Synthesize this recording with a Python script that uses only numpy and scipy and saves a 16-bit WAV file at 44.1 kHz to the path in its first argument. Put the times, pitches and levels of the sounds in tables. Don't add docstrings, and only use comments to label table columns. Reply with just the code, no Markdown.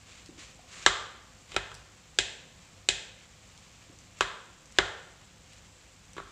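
import sys
import numpy as np
from scipy import signal
from scipy.fft import rfft, irfft
from scipy.io import wavfile
from scipy.ndimage import uniform_filter1d, minimum_filter1d

SR = 44100
rng = np.random.default_rng(int(sys.argv[2]) if len(sys.argv) > 2 else 0)


def file_out(sig):
    cols = np.atleast_2d(sig).T
    lim = np.clip(cols, -1, 1)
    pcm = np.round(lim * 32767).astype(np.int16)
    wavfile.write(sys.argv[1], SR, pcm)


N = 278271
T = np.arange(N) / SR

# pitch in Hz, resonance in dB, t60 in seconds.
POT_MODES = [(386, 17, 0.04), (570, 12, 0.0093), (822, 14, 0.012), (1156, 13.5, 0.03), (1364, 17, 0.033),
             (1660, 20.5, 0.02), (2039, 20, 0.035), (2512, 20.5, 0.035), (2930, 17, 0.016),
             (3269, 21, 0.031), (3650, 19.5, 0.0064), (4160, 11, 0.016), (5070, 11.5, 0.029),
             (6100, 1, 0.055), (6800, -2.5, 0.042), (7290, 13, 0.0096)]
# frequency in Hz, gain in dB.
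CRACK_SPECTRUM = [(250, -13.5), (400, -2.5), (950, -2.5), (1500, 5.5), (3400, 2), (5000, -1.5), (7600, 1.5),
                  (9000, -12), (11000, -30), (15000, -36.5)]


def amp(db):
    return 10 ** (np.asarray(db) / 20)


def level(x, db):
    return x * amp(db) / np.sqrt(np.mean(x ** 2))


def fade(t, t60):
    return np.exp(-np.log(1000) * t / t60)


def along(hz, points):
    f, value = np.transpose(points)
    return np.interp(np.log(hz + 1e-9), np.log(f), value)


def colour(x, points, size=4096):
    gain = amp(along(np.fft.rfftfreq(size, 1 / SR), points))
    cepstrum = irfft(np.log(gain))
    cepstrum[1:size // 2] *= 2
    cepstrum[size // 2 + 1:] = 0
    return signal.fftconvolve(x, irfft(np.exp(rfft(cepstrum))))[:len(x)]


def low_cut(x, hz, order=4):
    return signal.sosfilt(signal.butter(order, hz, "high", fs=SR, output="sos"), x)


def add(out, start, x):
    i = int(start * SR)
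    out[i:i + len(x)] += x[:N - i]


def walk(rate):
    knots = rng.standard_normal(1024)
    return np.interp(T * rate, np.arange(len(knots)), knots)


def burst(t, t60, db):
    x = rng.standard_normal(len(t)) * fade(t, t60)
    return x * amp(db) / np.linalg.norm(x)


def grains(rate, scatter_db):
    impacts = (rng.random(N) < rate / SR) * rng.choice([-1, 1], N)
    return impacts * amp(scatter_db * np.minimum(rng.exponential(size=N), 4))


def ring(modes, t, detune, spread_s):
    hz, db, t60 = np.transpose(modes)[:, :, None]
    hz = hz * (1 + detune * rng.standard_normal(hz.shape))
    age = np.maximum(t - spread_s * rng.random(hz.shape), 0)
    size = amp(db) * 2 * np.log(1000) / (t60 * SR)
    return np.sum(size * fade(age, t60) * np.sin(2 * np.pi * hz * age), axis=0)


def knocks():
    # start in seconds, strength in dB, singing mode in Hz,
    # muted mode in Hz, brightness in dB per octave, belly boom in dB, room send in dB.
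    blows = [ (0.8626, 2.5, 1206, 2600, -0.6, 6, -0.5), (1.519, -26, 4000, 1700, -2, -6, 4),
             (1.544, -21.5, 2870, 4000, -6, -1, 1), (1.5639, -2.5, 2530, 1150, -4, 3, -3),
             (1.716, -28, 980, 1700, -4, 13, -3), (2.1874, -5.5, 2680, 1237, 1.2, -7.5, 0.5),
             (2.8881, -7, 2540, 1210, 2, -8, 1), (4.2080, -4, 1000, 815, -2.9, 6.5, 1.5),
             (4.786, 6.5, 1430, 2500, -5, -1.5, -3.5), (6.166, -28.5, 1210, 800, -4.5, 5, 9),
             (6.1811, -23.5, 1450, 810, -7, 11.5, 3.5), (6.2011, -22.5, 1410, 800, -10, 3, -6)]
    # pitch in Hz, resonance in dB, t60 in seconds.
    rim_modes = [(370, -3.5, 0.94), (1323, 12, 0.29), (1690, 12.5, .6), (1813, 20.5, 0.79),
                 (2074, 16, 0.97), (3110, 19.5, 1), (3450, 15.5, .5), (3880, 13, 1)]
    # pitch in Hz, resonance in dB, t60 in seconds.
    stove_modes = [(48.4, 19.5, 0.27), (71.3, 12, 0.24), (100.2, 17.5, 0.54), (145, 11, 0.2816),
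                   (193, 8.5, 0.17)]
    direct, send, t = np.zeros(N), np.zeros(N), T[:SR]
    all_round = amp(-2) * whole_wall(blur=2.74)
    for start, db, singing_hz, *spot, room_db in blows:
        clank = ring(POT_MODES, t, detune=0.017, spread_s=0.000833)
        after_ring = ring(rim_modes + [(singing_hz, 15, 0.8)], t, detune=0.0032, spread_s=0.001)
        crack = colour(burst(t, t60=0.018, db=11.0), CRACK_SPECTRUM)
        rocking = ring(stove_modes, t, detune=0.087, spread_s=0.0024)
        bump = amp(1.5 + 0.5 * db) * low_cut(rocking, hz=42.9)
        add(direct, start, at_spot(clank + after_ring + crack, db, singing_hz, *spot) + bump)
        add(send, start, amp(room_db) * at_spot(all_round, db, singing_hz, *spot))
    return direct, send


def at_spot(x, db, singing_hz, muted_hz, brightness, belly_db):
    tilt_from_hz, treble_hz, top_hz = 1222, 7700, 11000
    f = np.geomspace(200, 15000, 120)

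    def bell(hz, octaves):
        return np.exp(-0.5 * (np.log2(f / hz) / octaves) ** 2)

    treble_db = brightness * np.log2(treble_hz / tilt_from_hz)
    top_db = 0.5 + 0.26 * treble_db - max(db + 6.5, 0)
    tilt = along(f, [(tilt_from_hz, 0), (treble_hz, treble_db), (top_hz, top_db)])
    belly = belly_db * bell(hz=1170, octaves=0.28)
    node = -4.5 * bell(muted_hz, octaves=0.11)
    singing = 0.46 * signal.lfilter(*signal.iirpeak(singing_hz, Q=11, fs=SR), x)
    shaped = colour(x + singing, list(zip(f, tilt + belly + node)))
    return amp(db) * low_cut(shaped, hz=345, order=6)


def whole_wall(blur):
    f = np.geomspace(200, 15000, 300)
    hz, db, t60 = np.transpose(POT_MODES)[:, :, None]
    half_width = blur * np.log(1000) / (2 * np.pi * t60)
    mode_power = np.sum(amp(db) ** 2 / (1 + ((f - hz) / half_width) ** 2) ** 2, axis=0)
    crack_power = amp(along(f, CRACK_SPECTRUM) + 10.5) ** 2
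    return colour(signal.unit_impulse(SR), list(zip(f, 10 * np.log10(mode_power + crack_power))))


def stroke(start, length):
    digging = np.clip((T - start) / (0.59 * length), 0, 1)
    return digging * fade(np.maximum(T - start - length, 0), t60=0.62)


def scrape():
    # start in seconds, length in seconds, level in dB.
    strokes = [(0.0, 0.17, -54), (0.368, 0.052, -49), (0.66, 0.18, -47), (1.462, 0.087, -52.5),
               (2.56, 0.12, -63), (3.35, 0.49, -62), (4.157, 0.038, -55), (4.736, 0.11, -48.5),
               (5.49, 0.041, -61.5), (5.767, .07, -62.5)]
    # frequency in Hz, gain in dB.
    rice_spectrum = [(180, -29.5), (300, -11), (670, -7), (910, -14.5), (1050, -3.5), (1430, -5),
                     (2470, -0.5), (5330, -7.5), (7360, -4), (10300, -28.5), (14000, -44.5)]
    settling_db = -62.5
    stroke_power = sum((amp(db) * stroke(start, length)) ** 2 for start, length, db in strokes)
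    swell = np.sqrt(amp(settling_db) ** 2 + stroke_power)
    rustle = level(colour(grains(rate=3800, scatter_db=-0.5), rice_spectrum), 0)
    return rustle * swell * amp(1.3 * walk(rate=41))


def clumps():
    # start in seconds, level in dB, pitch in Hz.
    landings = [(.291, -36.5, 317), (0.326, -47, 290), (0.383, -42, 305), (.592, -43, 717),
                (3.898, -42.5, 305), (6.167, -38, 375), (6.182, -33.5, 387)]
    out, t = np.zeros(N), T[:SR // 4]
    envelope = fade(t, t60=0.03) * (1 - fade(t, t60=0.004))
    for start, db, hz in landings:
        add(out, start, amp(db) * np.sin(2 * np.pi * hz * t) * envelope)
    return out


def ticks():
    # start in seconds, peak in dB, band centre in Hz.
    snaps = [(0.26, -39.5, 4000), (1.743, -37, 6640), (1.75, -37, 5300), (3.577, -40, 3530),
             (3.9878, -39.5, 7200), (4.189, -39, 7200), (4.657, -45, 6000), (4.723, -39.5, 7000),
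             (5.5332, -41, 2900), (6.133, -40.5, 5800)]
    out, t = np.zeros(N), T[:SR // 10]
    for start, db, hz in snaps:
        spectrum = [(hz / 4, -18), (0.61 * hz, -8), (hz, 0), (8500, -7), (10500, -22), (15000, -32)]
        snap = colour(burst(t, t60=0.011, db=0), spectrum)
        add(out, start, amp(db) * snap / np.abs(snap).max())
    return out


def simmer():
    # frequency in Hz, gain in dB.
    steam_spectrum = [(15, -29), (25, -9), (58, 4.5), (126, -4), (183, -1), (209, -4.5), (457, -14.5),
                      (523, -4), (567, -14.5), (703, -11.5), (1620, -17), (1900, -17.5), (7300, -19),
                      (10100, -33.5), (15500, -38)]
    sizzle_spectrum = [(500, -21), (2500, -38), (7600, 19), (9500, -7), (15000, -43)]
    steam = level(colour(rng.standard_normal(N), steam_spectrum), db=-57.5)
    drift = amp(0.5 * walk(rate=2.5))
    sizzle = level(colour(grains(rate=280, scatter_db=-1.5), sizzle_spectrum), db=-68.0)
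    return steam * drift + sizzle


def hum():
    # pitch in Hz, rms level in dB.
    tones = [(51, -75), (103, -67.5), (149, -72)]
    out = np.zeros(N)
    for hz, db in tones:
        gain = np.sqrt(2) * amp(db + 2 * walk(rate=8.3))
        pitch_hz = hz * (1 + 0.02466 * walk(rate=6.9))
        out += gain * np.sin(2 * np.pi * np.cumsum(pitch_hz) / SR)
    return out


def kitchen(x, bands=12):
    # frequency in Hz, t60 in seconds.
    decay_times = [(100, 0.98), (300, 0.8), (700, 0.79), (1500, 0.72), (3500, 0.64), (7000, 0.53),
                   (12000, 0.48)]
    t, f = T[:SR], np.fft.rfftfreq(SR, 1 / SR)
    noise = rfft(rng.standard_normal(SR))
    centres = np.geomspace(80, 14000, bands)
    tail, response = np.zeros(SR), np.zeros(N)
    for hz, weights in zip(centres, np.eye(bands)):
        band = irfft(noise * along(f, list(zip(centres, weights))), SR)
        tail += band * fade(t, along(hz, decay_times))
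    add(response, 0.004, burst(t, t60=0.11, db=-7.5))
    add(response, 0.008, tail * amp(-39.0))
    return signal.fftconvolve(x, response[:SR])[:N]


def limiter(x, release_db_per_s, window=88):
    over_db = np.maximum(20 * np.log10(np.abs(x) + 1e-9), 0)
    release_db = release_db_per_s * T
    cut_db = np.maximum.accumulate(over_db + release_db, axis=-1) - release_db
    return x * uniform_filter1d(minimum_filter1d(amp(-cut_db), window), window)


def scene():
    direct, send = knocks()
    small_sounds = clumps() + ticks()
    room = kitchen(send + small_sounds)
    return (direct + small_sounds + room + scrape() + simmer() + hum())[None]


def record(dry):
    top_hz = 15500
    held = limiter(dry, release_db_per_s=6.0)
    return signal.sosfilt(signal.ellip(10, 0.2, 70, top_hz, fs=SR, output="sos"), held)


dry = scene()
out = record(dry)
file_out(out)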